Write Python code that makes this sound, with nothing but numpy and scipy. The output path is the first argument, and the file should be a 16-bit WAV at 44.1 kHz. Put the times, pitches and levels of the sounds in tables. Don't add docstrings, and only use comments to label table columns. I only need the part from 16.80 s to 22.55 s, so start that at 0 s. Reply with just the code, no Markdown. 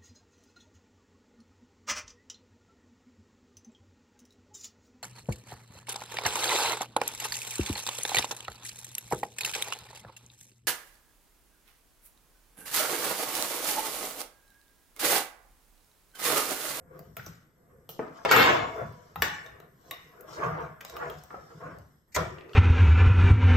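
import sys
import numpy as np
from scipy import signal
from scipy.fft import rfft, irfft, next_fast_len
from scipy.io import wavfile
from scipy.ndimage import uniform_filter1d

SR = 44100
rng = np.random.default_rng(int(sys.argv[2]) if len(sys.argv) > 2 else 0)


def unload_wav(signal):
    wavfile.write(
        sys.argv[1],
        SR,
        np.round(np.clip(np.atleast_2d(signal).T, -1, 1) * 32767).astype(np.int16),
    )


def how_loud(loudness_db):
    steps = np.asarray(loudness_db, float) / 20
    return 10 ** steps


N = 253575


def unit(x):
    return x / np.sqrt(np.mean(x ** 2) + 1e-20)


def peak(x):
    return x / np.max(np.abs(x))


def add(out, start_s, sound):
    out[round(start_s * SR):][:len(sound)] += sound


def decay(t, t60_s):
    return how_loud(-60 * t / t60_s)


def along(points, hz):
    f, v = np.transpose(points)
    return np.interp(np.log(hz + 1), np.log(f + 1), v)


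def curves(rows):
    (s, *columns), t = np.transpose(rows), np.arange(N) / SR
    return [how_loud(np.interp(t, s, db, left=-200, right=-200)) for db in columns]


def swells(rows):
    t = np.arange(0, N + 32, 32) / SR
    power = 0
    for s, db, rise, fall in rows:
        distance = np.maximum((s - t) / abs(rise), (t - s) / abs(fall))
        power = power + how_loud(2 * db - 39.6 * distance)
    return np.interp(np.arange(N) / SR, t, np.sqrt(power))


def filtered(x, response):
    m = next_fast_len(x.shape[-1] + SR // 2)
    return irfft(rfft(x, m) * response(np.fft.rfftfreq(m, 1 / SR)), m)[..., :x.shape[-1]]


def shaped(x, points):
    return filtered(x, lambda f: how_loud(along(points, f)))


def body(modes):
    def response(f):
        return sum((-1) ** k * how_loud(db) * 1j * f * w / (c * c - f * f + 1j * f * w)
                   for k, (c, w, db) in enumerate(modes))
    return response


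def soft(response, top_hz):
    return lambda f: response(f) / (1 + 1j * f / top_hz) ** 3


def struck(modes, place, hz, sharp, boost_db):
    others = body([(c, w, db + 2.8 * p) for (c, w, db), p in zip(modes, place)])
    favoured = body([(hz, hz / sharp, boost_db)])
    clack = body([(1.3 * hz, 1.6 * hz, -3)])
    return lambda f: others(f) + 1j * favoured(f) + clack(f)


def spread(pair, alike):
    def mix(hz):
        turn = np.arccos(np.clip(along(alike, hz), -1, 1)) / 2
        return np.array([np.cos(turn), np.sin(turn)])
    mid, side = filtered(pair, mix)
    return np.array([mid + side, mid - side])


# f/Hz, level/dB per Hz
AIR_SPECTRUM = [(25, -8.5), (53, -5), (150, 0.5), (790, -19), (2040, -20), (2330, -36), (4130, -46.5),
                (7300, -32), (7800, -25), (9400, -35), (10200, -69), (11200, -41.5), (11700, -13.5),
            (12400, -36.5), (13000, -66)]
# f/Hz, likeness
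AIR_ALIKE = [(60, 1), (180, 0.81), (550, 0.8), (1650, 0.012), (4970, 0.13), (15000, 0.016)]


def air():
    noise = shaped(rng.standard_normal((2, N)), AIR_SPECTRUM)
    return how_loud(-64) * unit(spread(noise, AIR_ALIKE))


GATE_DB, GATE_SLOPE, GATE_DEPTH_DB, GATE_S = -68.5, 0.86, 9, 0.099


def gate(dry):
    power = uniform_filter1d(np.mean(dry ** 2, 0), round(GATE_S * SR))
    level_db = 10 * np.log10(np.abs(power) + 1e-12)
    return how_loud(np.clip(GATE_SLOPE * (level_db - GATE_DB), -GATE_DEPTH_DB, 0))


# f/Hz, likeness
ECHO_LIKENESS = [(60, .97), (150, .97), (300, .68), (650, .28), (1400, 0), (3000, .1), (15000, .15)]


def echoes(x, decays, delay_s, size):
    out, x = np.zeros((2, N + 3 * SR)), np.pad(x, (size, 2 * size))
    fade = np.sin(np.pi * (np.arange(2 * size) + 0.5) / (2 * size))
    delay = round(delay_s * SR)
    for start in range(0, N + size, size):
        hz, t, z = signal.stft(rng.standard_normal((2, 3 * size)), SR, nperseg=256)
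        tail = signal.istft(z * decay(t, along(decays, hz)[:, None]), SR, nperseg=256)[1]
        tail = tail / np.sqrt(np.sum(tail ** 2) / 2)
        echo = signal.fftconvolve(fade * x[None, start:start + 2 * size], tail, axes=1)
        out[:, start + delay:][:, :echo.shape[1]] += echo
    return spread(out[:, size:N + size], ECHO_LIKENESS)


# t/s, f/Hz, level/dB, t60/s
RESTING_TONES = [
    (1.78, 7000, -57, 0.48),
    (1.8, 5330, -56, 0.44),
    (4.052, 3830, -57, 0.44),
    (1.72, 3480, -44, 0.53),
    (1.87, 2181, -49, 0.61),
    (2.05, 978, -58.5, 0.97),
    (2.42, 838, -38.5, .4),
    (4.3, 730, -57, .8),
]


def hang():
    out, t = np.zeros(N + SR), np.arange(SR // 2) / SR
    onset = 1 - np.exp(-t / 0.016)
    for s, hz, db, t60 in RESTING_TONES:
        add(out, s, how_loud(db) * decay(t, t60) * onset * np.sin(2 * np.pi * hz * t))
    return out[:N]


# t/s, peak level/dB, share of the highest tine pair/dB
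FORK_STRIKES = [
    (1.091, -29, -14.5),
    (1.5117, -24.5, 4.5),
    (1.5651, -36.5, 13.5),
]
# f/Hz; their level/dB, t60/s
TINE_TONES_HZ = [2842, 4177, 7736, 9593, 10720, 15320]
TINE_DECAYS = [(-15, .2), (-16, 0.11), (-11.5, 0.18), (-13.5, 0.14), (-17.5, 0.37), (-11.5, .1)]
# f/Hz; level/dB, t60/s
PAIR_TONES_HZ = [11855, 11980]
PAIR_DECAYS = [(6.5, 0.31), (2, 0.36)]


def fork():
    out, t = np.zeros(N + SR), np.arange(SR // 2) / SR

    def ring(freqs_hz, modes):
        return sum(how_loud(db) * decay(t, t60) * np.sin(2 * np.pi * hz * t)
                   for hz, (db, t60) in zip(freqs_hz, modes))

    tines, pair = ring(TINE_TONES_HZ, TINE_DECAYS), ring(PAIR_TONES_HZ, PAIR_DECAYS)
    for s, db, pair_db in FORK_STRIKES:
        add(out, s, how_loud(db - 17.5) * (tines + how_loud(pair_db) * pair))
    return out[:N]


# peak t/s, scrape level/dB, rise/s per 20 dB, fall/s per 20 dB, weight on slab/dB
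CAN_PUSHES = [(-.02, -51.5, 2, 0.06, 6), (0.151, -48, 0.1, 0.18, 5.5), (.907, -60.5, 0.16, 0.3, 6.5),
              (1.36, -45.5, -0.03, 0.26, -18.5), (2.01, -29.5, 0.1148, 0.0752, -3),
              (2.2, -57.5, -0.5, 0.9, -8), (2.825, -53.5, 1.5, -0.1, -1.5), (3.063, -53, .11, 0.3, -4),
              (3.39, -50, 0.17, .15, -3), (3.5, -44.5, 0.12, 0.14, -6), (3.6, -30, 0.1052, 0.03, -5.5),
              (3.636, -21, 0.0541, 0.0638, -11), (3.671, -27.5, 0.05, 0.09, -7.5),
              (3.79, -29, 0.2751, 0.13, -9.5), (4.16, -39, 0.11, 0.03, -6),
              (4.22, -28.5, 0.06, 0.0732, -9.5), (4.245, -29, 0.0938, 0.0752, -12),
              (4.31, -37, .03, 0.05, -8), (4.564, -52, 0.22, 0.18, 2.5), (4.7, -45, 0, 0.08, -2.5),
              (4.86, -39, 0.09, 0.1, -7), (4.9, -45.5, 0.07, 0.09, -5), (4.969, -46.5, 0.35, 0.02, 3.5),
              (5.75, -31, 0.0066, .04, 8)]
# t/s, scrape level/dB, fall/s per 20 dB, weight/dB, grit level/dB
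CAN_JOLTS = [(0.367, -37, 0.02, -5, -51), (0.461, -48.5, -0.06, 0.5, -51.5),
             (1.091, -55.5, 0.24, 12.5, -50), (1.192, -35, 0.18, -13.5, -59.5),
             (2.358, -30.5, 0.0035, -4.5, -62.5), (2.421, -27, 0.08, -12.5, -33),
             (3.11, -40, 0.07, -19, -56), (4.01, -43.5, 0.1, -14, -57.5), (4.502, -44.5, 0.27, -3.5, -72),
             (4.803, -39, 0.18, -10, -70), (5.365, -21.5, 0.1, -5.5, -38.5)]
# peak t/s, grit level/dB, rise/s per 20 dB, fall/s per 20 dB, relative rustle/dB
FINGER_BRUSHES = [(.188, -68.5, 0.15, 0.8, -3.5), (1.37, -57, 0.06, 0.06, -29),
                  (1.44, -59.5, 0.15, .2, -20), (1.96, -58.5, 0.17, 0.4, -11), (2.25, -65.5, 1.5, 0.7, -39),
                  (2.428, -52.5, -0.06, 0.11, 2), (.47, -62.5, 0.15, .1, 5), (2.67, -62.5, 0.1, 0.17, -9.5),
                  (3.09, -60, 0.18, 0.5, -9.5), (3.43, -78, -1.5, 1.6, 7), (3.485, -55, -0.02, 0.22, -15),
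                  (3.53, -46, 0.06, 0.2, -21), (3.64, -52, .1, 0.18, -13), (3.8, -58, 0, -0.17, -12),
                  (4.06, -51.5, 0.01, 0.6, -14), (4.32, -61, 0.3, -0.86, -13),
                  (4.433, -73, -0.5, 0.56, -7.5), (4.78, -62, -0.56, 0.45, -19.5),
                  (5.75, -53.5, 0.07, 5, -14)]
# peak t/s, level/dB, rise/s per 20 dB, fall/s per 20 dB
WRIST_LEANS = [
    (.16, -49.5, 0.2, 0.15),
    (1.1, -50, 0.18, 0.06),
    (2.46, -44, 0.13, 0.16),
    (3.63, -36, 0.13, 0.2),
    (4.15, -48.5, 0.1, 0),
    (4.26, -40, 0.23, .12),
    (4.585, -46, -0.2, 0.1),
    (4.96, -45, 0, .1),
]
# t/s, pressure/dB, speed/dB
FORK_SWEEP = [
    (1.451, -18, -27),
    (1.465, -25, -39),
    (1.507, -17.5, -27.5),
    (1.514, -20.5, -21.5),
    (1.6, -19, -21),
    (1.699, -18, -24),
    (1.829, -26.5, -42.5),
    (1.951, -43, -59),
    (2.2, -91, -83.5),
]
SWEEP_WEIGHT_DB, SWEEP_GRIT_DB, SWEEP_RUSTLE_DB = -16.5, -19, -17.5
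SLAB_LAG_S, SLAB_SLOWER = 0.037, 1.13
SNAP_S = 0.0029
JOLT_SLAB_S, JOLT_GRIT_S, JOLT_RUSTLE_DB = 0.15, 0.16, -19
HOLLOW_BY_WEIGHT = 0.7


def motion():
    moves = CAN_PUSHES + [(s, db, SNAP_S, fall, weight) for s, db, fall, weight, _ in CAN_JOLTS]
    pressure, speed = curves(FORK_SWEEP)
    scrape = swells([m[:4] for m in moves]) + pressure
    pressed = [(s, db + HOLLOW_BY_WEIGHT * weight, rise, fall) for s, db, rise, fall, weight in moves]
    hollow = swells(pressed) + how_loud(-13) * pressure
    leaned = [(s + SLAB_LAG_S, db + weight, SLAB_SLOWER * rise, SLAB_SLOWER * fall)
              for s, db, rise, fall, weight in CAN_PUSHES]
    shaken = [(s, db + weight, SNAP_S, JOLT_SLAB_S) for s, db, _, weight, _ in CAN_JOLTS]
    slab = swells(leaned + shaken + WRIST_LEANS) + how_loud(SWEEP_WEIGHT_DB) * pressure
    jolted = [(s, db, SNAP_S, JOLT_GRIT_S, JOLT_RUSTLE_DB) for s, *_, db in CAN_JOLTS]
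    fine = FINGER_BRUSHES + jolted
    grit = swells([b[:4] for b in fine]) + how_loud(SWEEP_GRIT_DB) * speed
    rustle = swells([(s, db + dry_db, rise, fall) for s, db, rise, fall, dry_db in fine])
    rustle = rustle + how_loud(SWEEP_GRIT_DB + SWEEP_RUSTLE_DB) * speed
    return scrape, hollow, slab, speed, grit, rustle


def bumps(rate_hz, scatter_db):
    hit = rng.random(N) < rate_hz / SR
    return unit(hit * rng.standard_normal(N) * how_loud(scatter_db * rng.exponential(size=N)))


# f/Hz, width/Hz, level/dB
SLIDING_CAN = [(655, 70, 11), (738, 29, 8), (1093, 48, -0.5), (1265, 25, 11), (1400, 70, 0), (1725, 18, 6),
               (2060, 88, -8.5)]
# f/Hz, width/Hz, level/dB
HOLLOW_CAN = [(379, 48.3, -4), (399.5, 50, -4), (512.3, 60, -3.5)]
# f/Hz, width/Hz, level/dB
SLAB = [(70.5, 25, -7), (106, 15, -5.5), (157.7, 22.7, 1)]
# f/Hz, width/Hz, level/dB
DRAGGED_FORK = [(486.5, 49, 1), (651.5, 43, 2), (956, 25, -7), (1246, 50, -1), (1450, 400, -1.5),
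                (1712, 31, -2), (2154, 58, -2.5), (2367, 60, -3.5), (2740, 28, -5.5), (3324, 45, -5),
                (3480, 9, -4.5), (5330, 50, -12), (6500, 1200, -12.5), (7000, 40, -12)]
# f/Hz, width/Hz, level/dB
BENDING_LID = [(380, 44, 5.5), (1290, 140, -16), (1900, 210, -19), (2700, 340, -15.5)]
# f/Hz, level/dB per Hz
GRIT_SPECTRUM = [(2000, -47), (2900, -10.5), (4700, -12), (5300, -5), (5900, -8.5), (7000, -12),
                 (9000, -14), (10000, -37)]
# f/Hz, level/dB per Hz
RUSTLE_SPECTRUM = [(10500, -39), (11600, -1.5), (13000, -4), (15000, -8.5), (15900, -33)]
# peak t/s, level/dB, rise/s per 20 dB, fall/s per 20 dB
LID_SLIPS = [
    (5.44, -48, 0.061, 0.34),
    (5.585, -43.5, .05, .04),
    (5.62, -45, .02, .04),
    (5.652, -48.5, .03, .04),
    (5.685, -50, .03, .05),
    (5.712, -46, .03, .04),
]


def slide():
    scrape, pressed, leaned, speed, grit, rustle = motion()
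    shake = bumps(rate_hz=4500, scatter_db=0.6)

    def rung(gain, response):
        return filtered(gain * shake, response) / np.std(filtered(shake, response))

    def fine(spectrum):
        return unit(shaped(bumps(rate_hz=9000, scatter_db=1.2), spectrum))

    can, can_dense = body(SLIDING_CAN), body([(1180, 690, 6.3)])
    steel, steel_dense = body(DRAGGED_FORK), body([(2000, 2600, -3)])
    rim = soft(lambda f: can(f) + can_dense(f), top_hz=2700)
    out = rung(swells(LID_SLIPS), soft(body(BENDING_LID), top_hz=3000))
    out += rung(how_loud(-5.5) * scrape, soft(rim, top_hz=3000))
    out += rung(how_loud(-5) * pressed, soft(body(HOLLOW_CAN), top_hz=920))
    out += rung(how_loud(-5) * leaned, soft(body(SLAB), top_hz=410))
    out += rung(how_loud(3.5) * speed, soft(lambda f: steel(f) + steel_dense(f), top_hz=4300))
    return out + how_loud(-4) * (grit * fine(GRIT_SPECTRUM) + rustle * fine(RUSTLE_SPECTRUM))


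# f/Hz, width/Hz, level/dB
CAN_SHELL = [(626, 45, -23.5), (844, 13, -10.5), (1214, 90, -7), (1350, 89, 2.5), (1880, 240, -6.5),
             (2100, 140, -8.5), (2343, 90, -7.5), (2784, 89, -10)]
# t/s, peak level/dB, shell f/Hz, relative thump/dB, thump f/Hz
DULL_KNOCKS = [(0.392, -35, 1490, -6, 139), (0.465, -39, 283, -12, 106.5), (1.093, -42, 500, -40, 169.4),
               (1.191, -21.5, 420, -32, 168), (1.449, -20.5, 560, -29.5, 111.4),
               (2.019, -33.5, 530, -3, 148), (2.358, -37, 818, -12, 169), (2.423, -20, 1290, -25.5, 185.7),
               (4.503, -35.5, 1110, -41.5, 156), (4.54, -30, 490, -28, 156.4), (4.855, -36, 539, -33, 84.4),
               (5.3655, -19.5, 435, -10.5, 87)]


def knocks():
    out, t = np.zeros(N + SR), np.arange(SR // 3) / SR
    envelope = (1 - np.exp(-t / 0.002)) * decay(t, 0.028)
    for s, db, shell_hz, thump_db, thump_hz in DULL_KNOCKS:
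        burst, place = rng.standard_normal(len(t)) * envelope, rng.standard_normal(8)
        clunk = struck(CAN_SHELL, place, shell_hz, sharp=5.6, boost_db=5)
        shell = peak(filtered(burst, soft(clunk, top_hz=1460)))
        thump = peak(filtered(decay(t, 0.048), soft(body([(thump_hz, 22, 0)]), top_hz=504)))
        add(out, s, how_loud(db - 2) * (shell + how_loud(thump_db) * thump))
    return out[:N]


# f/Hz, level/dB, t60/s
RING_TONES = [(1117, -10.5, 0.13), (2170, -10.5, .06), (2900, -7.5, 0.05), (3760, -3, 0.069)]
# t/s, level/dB
RING_SLIPS = [
    (2.663, -59.5),
    (2.8003, -65),
    (3.1115, -38),
    (4.0494, -47),
]
TWANG_SPREAD = 0.019


def twang():
    out, t = np.zeros(N + SR), np.arange(SR // 3) / SR
    for s, db in RING_SLIPS:
        factor = 1 + TWANG_SPREAD * rng.standard_normal((6, 1))
        tones = [how_loud(level) * decay(t, t60) * np.sin(2 * np.pi * hz * factor * t).mean(0)
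                 for hz, level, t60 in RING_TONES]
        add(out, s + 0.000985, how_loud(db + 6.5) * sum(tones))
    return out[:N]


# f/Hz, width/Hz, level/dB
SCRATCH_MODES = [(11630, 930, 0.5), (13010, 1100, -1.5), (14980, 1400, -2)]
# t/s, peak level/dB, length/ms
SCRATCHES = [(0.192, -45, 6), (.3675, -32.5, 12.3), (.4628, -42, 14), (1.091, -39.5, 40), (1.45, -45.5, 5),
             (1.5125, -30, 10), (1.5585, -33, 8), (2.0638, -66, 6), (2.125, -58, 8), (2.3585, -37.5, 9),
             (2.421, -20.5, 9.2), (2.6628, -56, 6), (2.801, -53, 6.2), (3.1105, -31, 5.9),
             (3.4085, -41.5, 8.9), (4.0065, -57, 5), (4.01, -43, 11), (4.0488, -40.5, 6.2),
             (4.0983, -43.5, 9), (4.1663, -42, 12), (4.2995, -43, 12), (4.3852, -56, 5), (4.4365, -46, 6),
             (4.9851, -58, 6)]
EDGE_RISE_S = 0.00065


def edges():
    out, t = np.zeros(N + SR), np.arange(SR // 10) / SR
    modes, band = body(SCRATCH_MODES), body([(13300, 4500, 0)])
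    for s, db, ms in SCRATCHES:
        burst = rng.standard_normal(len(t)) * (1 - np.exp(-t / EDGE_RISE_S)) * how_loud(-30e3 * t / ms)
        scratch = peak(filtered(burst, lambda f: modes(f) * band(f) ** 2))
        add(out, s - EDGE_RISE_S, how_loud(db + 1.5) * scratch)
    return out[:N]


# f/Hz, width/Hz, level/dB
LID_MODES = [(2890, 61, -9.5), (3780, 130, -2.5), (4600, 55, -11), (5730, 120, -9.5), (7200, 2300, -10.5)]
# t/s, peak level/dB, lid f/Hz, relative shell/dB, shell f/Hz
SHARP_TICKS = [(0.1914, -49, 4660, 4, 400), (0.3678, -38, 6500, 5, 1840), (0.4625, -39.5, 5970, -7, 1170),
               (1.0902, -39.5, 3050, -3, 504), (2.0632, -55.5, 5330, -8, 432),
               (2.1245, -60.5, 5040, 2, 432), (2.358, -41.5, 3800, 9.5, 776), (2.4203, -19, 7200, 3, 1745),
               (2.4214, -18.5, 4700, 5, 2360), (2.4235, -20, 2450, 3.5, 830), (2.801, -48.5, 3480, 3, 386),
               (3.1098, -31, 3660, -1, 1940), (3.4071, -48.5, 6600, -8, 502),
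               (4.0065, -44.5, 3000, 2, 1900), (4.0096, -37, 3470, 1.5, 1290),
               (4.0487, -36, 3780, -3.5, 630), (4.097, -34.5, 3820, -7.5, 1010),
               (4.166, -36, 2630, 3, 1180), (4.2985, -39.5, 3220, 0.5, 477), (4.4361, -40, 6730, -11, 722),
               (4.9851, -52, 4568, 4, 570)]
# t/s, peak level/dB, lid f/Hz, relative shell/dB, shell f/Hz
BLUNT_TAPS = [(1.2782, -55.5, 3070, 6.5, 430), (1.4494, -28, 5520, 6.5, 1352),
              (1.5126, -18, 6500, -3, 1260), (1.4916, -28, 2723, 6, 985), (1.5122, -14.5, 2700, 1, 1400),
              (1.5195, -18, 2305, 1, 903), (1.5636, -20.5, 6810, 0, 2400), (1.563, -17, 2400, 2, 1100),
              (1.6286, -23, 2900, 4, 1334), (2.6621, -42.5, 3650, -5, 425), (4.3845, -51, 4870, -20, 430),
              (5.3511, -31.5, 4800, 2, 1947), (5.3633, -28, 3180, 8.5, 1280),
              (5.5835, -49.5, 2760, 3, 1900), (5.609, -46, 2380, -3, 428), (5.6387, -62, 2650, -2, 430),
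              (5.6932, -52, 2620, -3, 1900), (5.7329, -42, 2700, -2.5, 1350),
              (5.743, -43.5, 2740, -3, 1350)]
SHARP_TOP, BLUNT_TOP = 3.9, 1.45
TAP_T60_S, TAP_SPIKE = 0.0043, 2.5


def taps():
    out, t = np.zeros(N + SR), np.arange(SR // 4) / SR
    hits = [(*h, SHARP_TOP) for h in SHARP_TICKS] + [(*h, BLUNT_TOP) for h in BLUNT_TAPS]
    for s, db, lid_hz, shell_db, shell_hz, top in hits:
        place = rng.standard_normal(16)
        burst = (rng.standard_normal(len(t)) + TAP_SPIKE * (t == 0)) * decay(t, TAP_T60_S)
        lid_body = struck(LID_MODES, place, lid_hz, sharp=14, boost_db=8)
        shell_body = struck(CAN_SHELL, place[6:], shell_hz, sharp=7.7, boost_db=4.5)
        lid = peak(filtered(burst, soft(lid_body, top_hz=top * lid_hz)))
        shell = peak(filtered(burst, soft(shell_body, top_hz=2916)))
        add(out, s + 0.0008, how_loud(db + 3.5) * (lid + how_loud(shell_db) * shell))
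    return filtered(out[:N], lambda f: 1 - body([(10000, 2500, -1.5)])(f))


# f/Hz, level/dB per Hz
JET_SPECTRUM = [(1000, -37), (1950, 3.5), (3300, -19), (4800, -6.5), (7000, -3), (12000, -11),
                (16000, -24.5)]
LEAK_S, LEAK_DB, BURST_S, BURST_DB, SEALED_S = 5.319, -57.5, 5.345, -28, 5.366


def seal():
    t = np.arange(N) / SR
    flow = (t > LEAK_S) * (t < SEALED_S) * how_loud(np.where(t < BURST_S, LEAK_DB, BURST_DB))
    return uniform_filter1d(flow, size=150) * unit(shaped(rng.standard_normal(N), JET_SPECTRUM))


# f/Hz, t60/s
NEAR_DECAYS = [(100, 0.017), (1000, 0.048), (10000, 0.022)]
# f/Hz, t60/s
WALL_DECAYS = [(100, 0.61), (500, 0.39), (1800, 0.71), (3500, 0.47), (6000, 0.11), (14000, 0.2)]
# f/Hz, level/dB
DIFFUSE_SHADE = [(7500, -1.5), (8900, -6.5), (9400, -40), (10800, -20.5), (11500, 2)]


def scene():
    rubbing = slide() + seal()
    blows = taps() + knocks() + twang()
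    ringing = fork() + hang()
    dry = edges()
    to_near = rubbing + how_loud(-2.5) * blows + how_loud(-4) * ringing + how_loud(-8) * dry
    to_walls = how_loud(-10) * rubbing + how_loud(-2) * blows + how_loud(0.5) * ringing + how_loud(-8) * dry
    near = echoes(to_near, NEAR_DECAYS, delay_s=0.0015, size=SR // 20)
    far = echoes(to_walls, WALL_DECAYS, delay_s=0.0055, size=SR // 4)
    shaded = shaped(near + far + how_loud(-11) * rubbing, DIFFUSE_SHADE)
    return (blows + ringing + shaded) * how_loud([[0.8], [-0.8]]) + dry


def top_cut(x):
    return signal.sosfilt(signal.butter(12, 17010, fs=SR, output="sos"), x)


# f/Hz, level/dB
MIC_RESPONSE = [(25, -28.5), (60, 1.5), (15500, 0), (16600, -19.5), (17000, -88.5)]


def record(dry):
    heard = shaped(dry, MIC_RESPONSE) + gate(dry) * air()
    limited = heard / (1 + np.abs(heard / 0.93) ** 6) ** (1 / 6)
    return top_cut(limited)


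dry = scene()
out = record(dry)
unload_wav(out)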